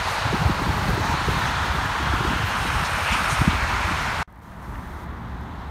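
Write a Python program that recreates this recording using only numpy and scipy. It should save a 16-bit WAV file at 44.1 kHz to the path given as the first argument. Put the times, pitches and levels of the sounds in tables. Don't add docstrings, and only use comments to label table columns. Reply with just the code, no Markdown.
import sys
import numpy as np
from scipy import signal
from scipy.fft import rfft, irfft
from scipy.io import wavfile
from scipy.ndimage import uniform_filter1d

SR = 44100
rng = np.random.default_rng(int(sys.argv[2]) if len(sys.argv) > 2 else 0)


def log_audio(samples):
    frames = np.atleast_2d(samples).T
    limited = np.clip(frames, -1, 1)
    pcm = np.round(limited * 32767).astype(np.int16)
    wavfile.write(sys.argv[1], SR, pcm)


N = 251370
T = np.arange(N) / SR
BRIDGE_END_S, VERGE_START_S, VERGE_FADE_S = 4.2295, 4.2765, 0.4
GUST_MEAN_DB = -34

# (time [s], roar level [dB], hiss level [dB])
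TYRE_LEVELS = [(0, -28.5, -31.5), (.2, -26.5, -32), (.55, -27.5, -35), (1.0, -27.5, -34), (1.3, -27, -32),
               (1.55, -25, -32), (1.75, -27, -34), (2, -26, -34), (2.5, -26.5, -32.5), (2.9, -26, -33),
               (3.2, -24, -30.5), (3.5, -27, -32.5), (3.9, -26.5, -32), (4.23, -27.5, -34)]
# (frequency [Hz], relative density [dB])
TYRE_ROAR_SPECTRUM = [(250, -42), (450, -12.5), (600, -7), (750, -3), (950, 1), (1150, -1.5), (1400, -1),
                      (1700, -4.5), (2100, -17), (3000, -53)]
TYRE_HISS_SPECTRUM = [(800, -35), (1800, 4), (2500, 1.5), (3300, -3), (4300, -5.5), (5500, -9), (8000, -16),
                      (12000, -27), (14000, -37), (16000, -43)]
# (time [s], flutter level [dB])
GUST_LEVELS = [(0, -40.5), (.2, -39), (.45, -30), (.57, -35), (.68, -30.5), (1.0, -29.5), (1.22, -36),
               (1.32, -29), (1.55, -35), (1.75, -32.5), (1.95, -37), (2.3, -30.5), (2.52, -37.5),
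               (2.7, -34.5), (2.95, -39.5), (3.4, -35.5), (3.7, -35), (4.0, -36.5), (4.23, -38.5)]
# (frequency [Hz], relative density [dB])
WIND_RUMBLE_SPECTRUM = [(15, -45), (30, 2), (45, 9.5), (62, 10), (85, 9.5), (120, -7), (200, -39)]
WIND_FLUTTER_SPECTRUM = [(50, -43), (90, 2), (130, -2), (200, -6.5), (300, -12), (450, -14), (800, -42)]
# (time [s], peak level [dB], frequency [Hz])
STRONG_EDDIES = [(0.258, -15.5, 102), (0.309, -20, 126), (0.332, -17.5, 368), (0.341, -16, 176),
                 (0.35, -21, 342), (0.42, -15.5, 148), (0.464, -9, 77.5), (0.499, -16, 316),
                 (0.505, -14, 176), (0.62, -19.5, 305), (0.692, -18.5, 74), (0.695, -23, 270),
                 (0.706, -19, 153), (0.746, -21, 151), (0.763, -22, 72), (0.893, -18, 155),
                 (0.906, -17, 59), (0.936, -18.5, 146), (0.979, -20, 367), (0.999, -22.5, 290),
                 (1.007, -22, 157), (1.054, -29, 73), (1.143, -25, 298), (1.146, -21.5, 143),
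                 (1.287, -17, 410), (1.286, -17.5, 65), (1.293, -20.5, 162), (1.374, -20.5, 141),
                 (1.462, -25, 121), (1.707, -17, 74), (1.789, -23, 72), (2.101, -17.5, 80),
                 (2.139, -17, 71), (2.14, -20.5, 285), (2.206, -23, 140), (2.211, -23, 340),
                 (2.252, -20.5, 347), (2.277, -19, 65), (2.283, -21, 168), (2.31, -19, 232),
                 (2.34, -24, 163), (2.356, -21, 70), (2.444, -20, 110), (2.739, -22.5, 128),
                 (2.761, -20, 70), (3.113, -18, 70), (3.125, -21, 201), (3.333, -18.5, 132),
                 (3.398, -14, 66), (3.417, -20.5, 285), (3.417, -11, 136), (3.479, -15.5, 255),
                 (3.48, -9.5, 165), (3.488, -14.5, 68.4), (3.551, -16.5, 81.5), (3.628, -21, 66),
                 (3.742, -21, 75), (3.855, -18, 75), (3.915, -21.5, 182), (3.917, -24, 285)]
# (time [s], level [dB], centre [Hz], half-width [octaves], duration [ms])
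SWISH_BURSTS = [(0.115, -46, 9500, .5, 110), (1.08, -43, 5950, 0.37, 170), (1.39, -49, 12000, .7, 30),
                (2.48, -48, 13000, .4, 50), (2.861, -34, 4380, 0.76, 34), (3.079, -33, 2580, .4, 40),
                (3.135, -25, 2500, 0.38, 58), (3.135, -34, 5370, 0.71, 32), (3.325, -36.5, 8600, 0.29, 46),
                (3.321, -36, 6200, 0.23, 55), (3.322, -50, 11500, .35, 40), (3.51, -30.5, 2620, 0.65, 26)]
# (centre [Hz], bandwidth [Hz], relative density [dB])
VEHICLE_BANDS = [(2360, 270, 15), (3800, 400, 7), (5340, 540, 2), (6600, 670, -5), (8800, 460, 0),
                 (8900, 1700, -0.5), (11400, 5000, -8)]
# (frequency [Hz], relative density [dB])
FAR_ROAR_SPECTRUM = [(250, -7.5), (480, -12.5), (750, -8), (930, -4), (1300, -8.5), (2000, -15.5),
                     (2500, -25.5), (4000, -46.5)]
FAR_RUMBLE_SPECTRUM = [(15, -43), (30, -20), (55, 5.5), (90, -10.5), (180, -3), (250, -12), (450, -21),
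                       (700, -57)]
# (frequency [Hz], resonator bandwidth [Hz], level re road rumble [dB])
ENGINE_DRONES = [(113.5, 11, -4), (230.3, 5.6, -8)]
# (frequency [Hz], relative density [dB])
RUSTLE_SPECTRUM = [(1500, -16), (2700, -2), (3500, 2), (4500, -5.5), (5500, -10), (8000, -16), (12000, -34)]
# (start time [s], level [dB])
SELF_NOISE_STEPS = [(4.277, -77), (4.416, -64.5), (4.62, -60.5), (5.048, -77)]
# (time [s], peak level [dB], frequency [Hz], time to decay by 60 dB [ms])
TICK_RINGS = [(4.377, -45, 10000, .8), (4.393, -45, 9000, .8), (4.752, -43, 2800, 24),
              (4.757, -26.5, 1800, 10)]
# (centre [Hz], half-width [Hz], gain [dB])
PORT_NOTCHES = [(4910, 310, -2.5), (5700, 110, -3), (7580, 760, -2.5), (10400, 460, -3.5),
                (15700, 1200, -3)]


def gain_of(db):
    return 10 ** (np.asarray(db) / 20)


def unit_rms(x):
    return x / np.sqrt(np.mean(x ** 2) + 1e-20)


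def spectrum(points):
    hz, db = np.transpose(points)
    return lambda f: np.interp(np.log(f + 1), np.log(hz + 1), db)


def level_at(rows, t=T, column=1):
    rows = np.array(rows)
    return np.interp(t, rows[:, 0], rows[:, column])


def octave_bell(f, centre_hz, octaves):
    return np.exp(-(np.log2(f / centre_hz) / octaves) ** 2)


def pulse(t, ms):
    return np.exp(-2.8 * (t * 1000 / ms) ** 2)


def glide(t, start, end, mid_s, scale_s):
    return start + (end - start) / (1 + np.exp((mid_s - t) / scale_s))


def fluctuation(samples):
    return unit_rms(uniform_filter1d(uniform_filter1d(rng.standard_normal(N), samples), samples))


def add(mix, start_s, sound):
    part = mix[round(start_s * SR):][:len(sound)]
    part += sound[:len(part)]


def noise(shape_db, band_hz, size=512, patchy_db=0., flicker_db=0., drift_db=None):
    hop = size // 4
    frames, hz = N // hop + 5, np.fft.rfftfreq(size, 1 / SR)
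    real, imag, patches = np.moveaxis(rng.standard_normal((frames, len(hz), 3)), 2, 0)
    patches = unit_rms(uniform_filter1d(uniform_filter1d(patches, size=24, axis=0), size=4, axis=1))
    flicker = unit_rms(uniform_filter1d(rng.standard_normal(frames), size=6))[:, None]
    shape = gain_of(shape_db(hz))
    db = patchy_db * patches + flicker_db * flicker
    if drift_db:
        frame_s = (np.arange(frames)[:, None] - 2) * hop / SR
        db = db + drift_db(frame_s, hz + 1)
    spectra = (real + 1j * imag) * shape * gain_of(db)
    wave = signal.istft(spectra.T, nperseg=size, noverlap=size - hop)[1][:N]
    inside = (hz >= band_hz[0]) & (hz <= band_hz[1])
    return unit_rms(wave) * np.sqrt(np.sum(shape ** 2) / np.sum(shape[inside] ** 2))


def highway_tyres():
    def roar_drift(t, f):
        hump_hz = glide(t, 856, 1250, mid_s=1.93, scale_s=0.09) + 120 * np.maximum(t - 1.93, 0)
        db_per_octave = glide(t, -2, 1.24, mid_s=1.17, scale_s=0.089)
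        tilt_db = db_per_octave * np.clip(np.log2(f / 1150), -1.2, 1.2)
        return 1.5 * octave_bell(f, hump_hz, 0.12) + tilt_db

    def hiss_drift(t, f):
        band_hz = 4220 * 2 ** (-0.33 * np.maximum(t - 0.94, 0))
        shelf_db = 2 + 0.5 * (t > 2.45) + 0.9 * np.interp(t, T, treble_flicker)
        return 3.5 * octave_bell(f, band_hz, 0.22) + shelf_db / (1 + (7000 / f) ** 6)

    treble_flicker = fluctuation(1500)
    roar = noise(spectrum(TYRE_ROAR_SPECTRUM), (600, 2000),
                 patchy_db=0.65, flicker_db=0.8, drift_db=roar_drift)
    hiss = noise(spectrum(TYRE_HISS_SPECTRUM), (2000, 7500), size=256,
                 patchy_db=0.76, flicker_db=0.1, drift_db=hiss_drift)
    return roar * gain_of(level_at(TYRE_LEVELS)) + hiss * gain_of(level_at(TYRE_LEVELS, column=2))


def wind_turbulence():
    rumble = noise(spectrum(WIND_RUMBLE_SPECTRUM), (30, 90), size=4096)
    flutter = noise(spectrum(WIND_FLUTTER_SPECTRUM), (90, 450), size=2048)
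    lumps = fluctuation(500)
    gust_db = level_at(GUST_LEVELS)
    rumble_db = -33 + 0.23 * (gust_db - GUST_MEAN_DB)
    return rumble * gain_of(rumble_db + 1.2 * lumps) + flutter * gain_of(gust_db + 1.8 * lumps)


def small_eddies(per_s=17, low_hz=80.4, high_hz=327):
    when, pitch, size = rng.random((80, 3))[:round(per_s * BRIDGE_END_S)].T
    times = .1 + when * (BRIDGE_END_S - .1)
    db = -26.5 + 0.74 * (level_at(GUST_LEVELS, times) - GUST_MEAN_DB) + 4.4 * (size - .5)
    return list(zip(times, db, low_hz * (high_hz / low_hz) ** pitch))


def eddy_thumps():
    out, t = np.zeros(N), (np.arange(6000) - 3000) / SR
    for s, db, hz in small_eddies() + STRONG_EDDIES:
        phase, drift = rng.random(2)
        ms = 16.4 * (100 / hz) ** 0.75 * gain_of(-0.1 * (db + 20))
        bend = 1 + 0.57 * (drift - .5) * t * 1000 / ms
        swing = np.cos(2 * np.pi * (hz * t * bend + phase))
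        add(out, s + t[0], gain_of(db) * swing * pulse(t, ms))
    return out


def swishes(size=8192):
    out, t = np.zeros(N), (np.arange(size) - size // 2) / SR
    f = np.fft.rfftfreq(size, 1 / SR)
    for s, db, hz, octaves, ms in SWISH_BURSTS:
        white = rfft(rng.standard_normal(size))
        band = unit_rms(irfft(white * octave_bell(f + 1, hz, octaves)))
        add(out, s + t[0], gain_of(db) * band * pulse(t, ms))
    return out


def passing_vehicle(start_s=2.42, rise_s=.2, end_s=3.42, fade_db_per_s=110):
    def bands_db(f):
        power = sum(gain_of(db) ** 2 / (1 + (2 * (f - hz) / width) ** 4)
                    for hz, width, db in VEHICLE_BANDS)
        return 10 * np.log10(power)

    onset = np.clip((T - start_s) / rise_s, 0, 1)
    swell_db = 4.5 * (T - start_s) / (end_s - start_s)
    fade_db = fade_db_per_s * np.maximum(T - end_s, 0)
    hiss = noise(bands_db, (7500, 10500), size=256, patchy_db=0.9, flicker_db=1.2)
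    return hiss * onset * gain_of(-49 + swell_db - fade_db)


def engine_drone(hz, width_hz):
    pole = np.exp((-np.pi * width_hz + 2j * np.pi * hz) / SR)
    tone = rng.standard_normal(N)
    for _ in range(2):
        tone = signal.lfilter([1], [1, -pole], tone).real
    return unit_rms(tone)


def distant_road():
    roar = noise(spectrum(FAR_ROAR_SPECTRUM), (500, 2300), flicker_db=0.5)
    rumble = noise(spectrum(FAR_RUMBLE_SPECTRUM), (90, 300), size=4096)
    engines = sum(gain_of(db) * engine_drone(hz, width) for hz, width, db in ENGINE_DRONES)
    return roar * gain_of(-40.5) + (rumble + engines) * gain_of(-41)


def rustle():
    return noise(spectrum(RUSTLE_SPECTRUM), (2800, 4600), size=256, patchy_db=1.0, flicker_db=0.8)


def microphone_hiss():
    hiss = noise(spectrum([(1500, 2), (5000, -2.5), (16000, -8.0)]), (5500, 15000),
                 size=256, flicker_db=0.5)
    steps_s, steps_db = np.transpose(SELF_NOISE_STEPS)
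    step = np.maximum(np.searchsorted(steps_s, T) - 1, 0)
    return hiss * gain_of(uniform_filter1d(steps_db[step], size=400))


def grass_crackle(snaps_per_s=40):
    impulses = rng.standard_normal(N + 1) * (rng.random(N + 1) < snaps_per_s / SR)
    return gain_of(-46) * np.diff(impulses)


def ticks():
    out, t = np.zeros(N), np.arange(1400) / SR
    for s, db, hz, t60_ms in TICK_RINGS:
        add(out, s, gain_of(db - 60000 * t / t60_ms) * np.sin(2 * np.pi * hz * t))
    return out


def verge():
    fade_db = -12.5 * np.clip(1 - (T - VERGE_START_S) / VERGE_FADE_S, 0, 1)
    growing_s = np.maximum(T - VERGE_START_S - VERGE_FADE_S, 0)
    ambience = distant_road() + rustle() * gain_of(-62 + 5.5 * growing_s)
    hiss_and_crackle = microphone_hiss() + grass_crackle()
    ambience += engine_drone(hz=66.2, width_hz=24) * gain_of(-39 + 3 * growing_s)
    return ambience * gain_of(fade_db) + hiss_and_crackle


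def scene():
    vent = signal.butter(3, 36, "high", fs=SR, output="sos")
    bridge = highway_tyres() + passing_vehicle() + swishes()
    bridge += signal.sosfilt(vent, wind_turbulence() + eddy_thumps())
    trail = bridge * gain_of(-23.5 - 790 * np.maximum(T - BRIDGE_END_S, 0))
    mix = np.where(T < BRIDGE_END_S, bridge, trail) + verge() * (T >= VERGE_START_S) + ticks()
    return mix[None]


def record(dry):
    f = np.linspace(0, SR / 2, 1025)
    port_db = sum(db * np.exp(-((f - hz) / width) ** 2) for hz, width, db in PORT_NOTCHES)
    port = signal.firwin2(513, f, gain_of(port_db), fs=SR)
    low_pass = signal.firwin(1023, cutoff=15670, window=("kaiser", 9), fs=SR)
    notched = signal.oaconvolve(dry, port[None], "same")
    return signal.oaconvolve(notched, low_pass[None], "same")


dry = scene()
out = record(dry)
log_audio(out)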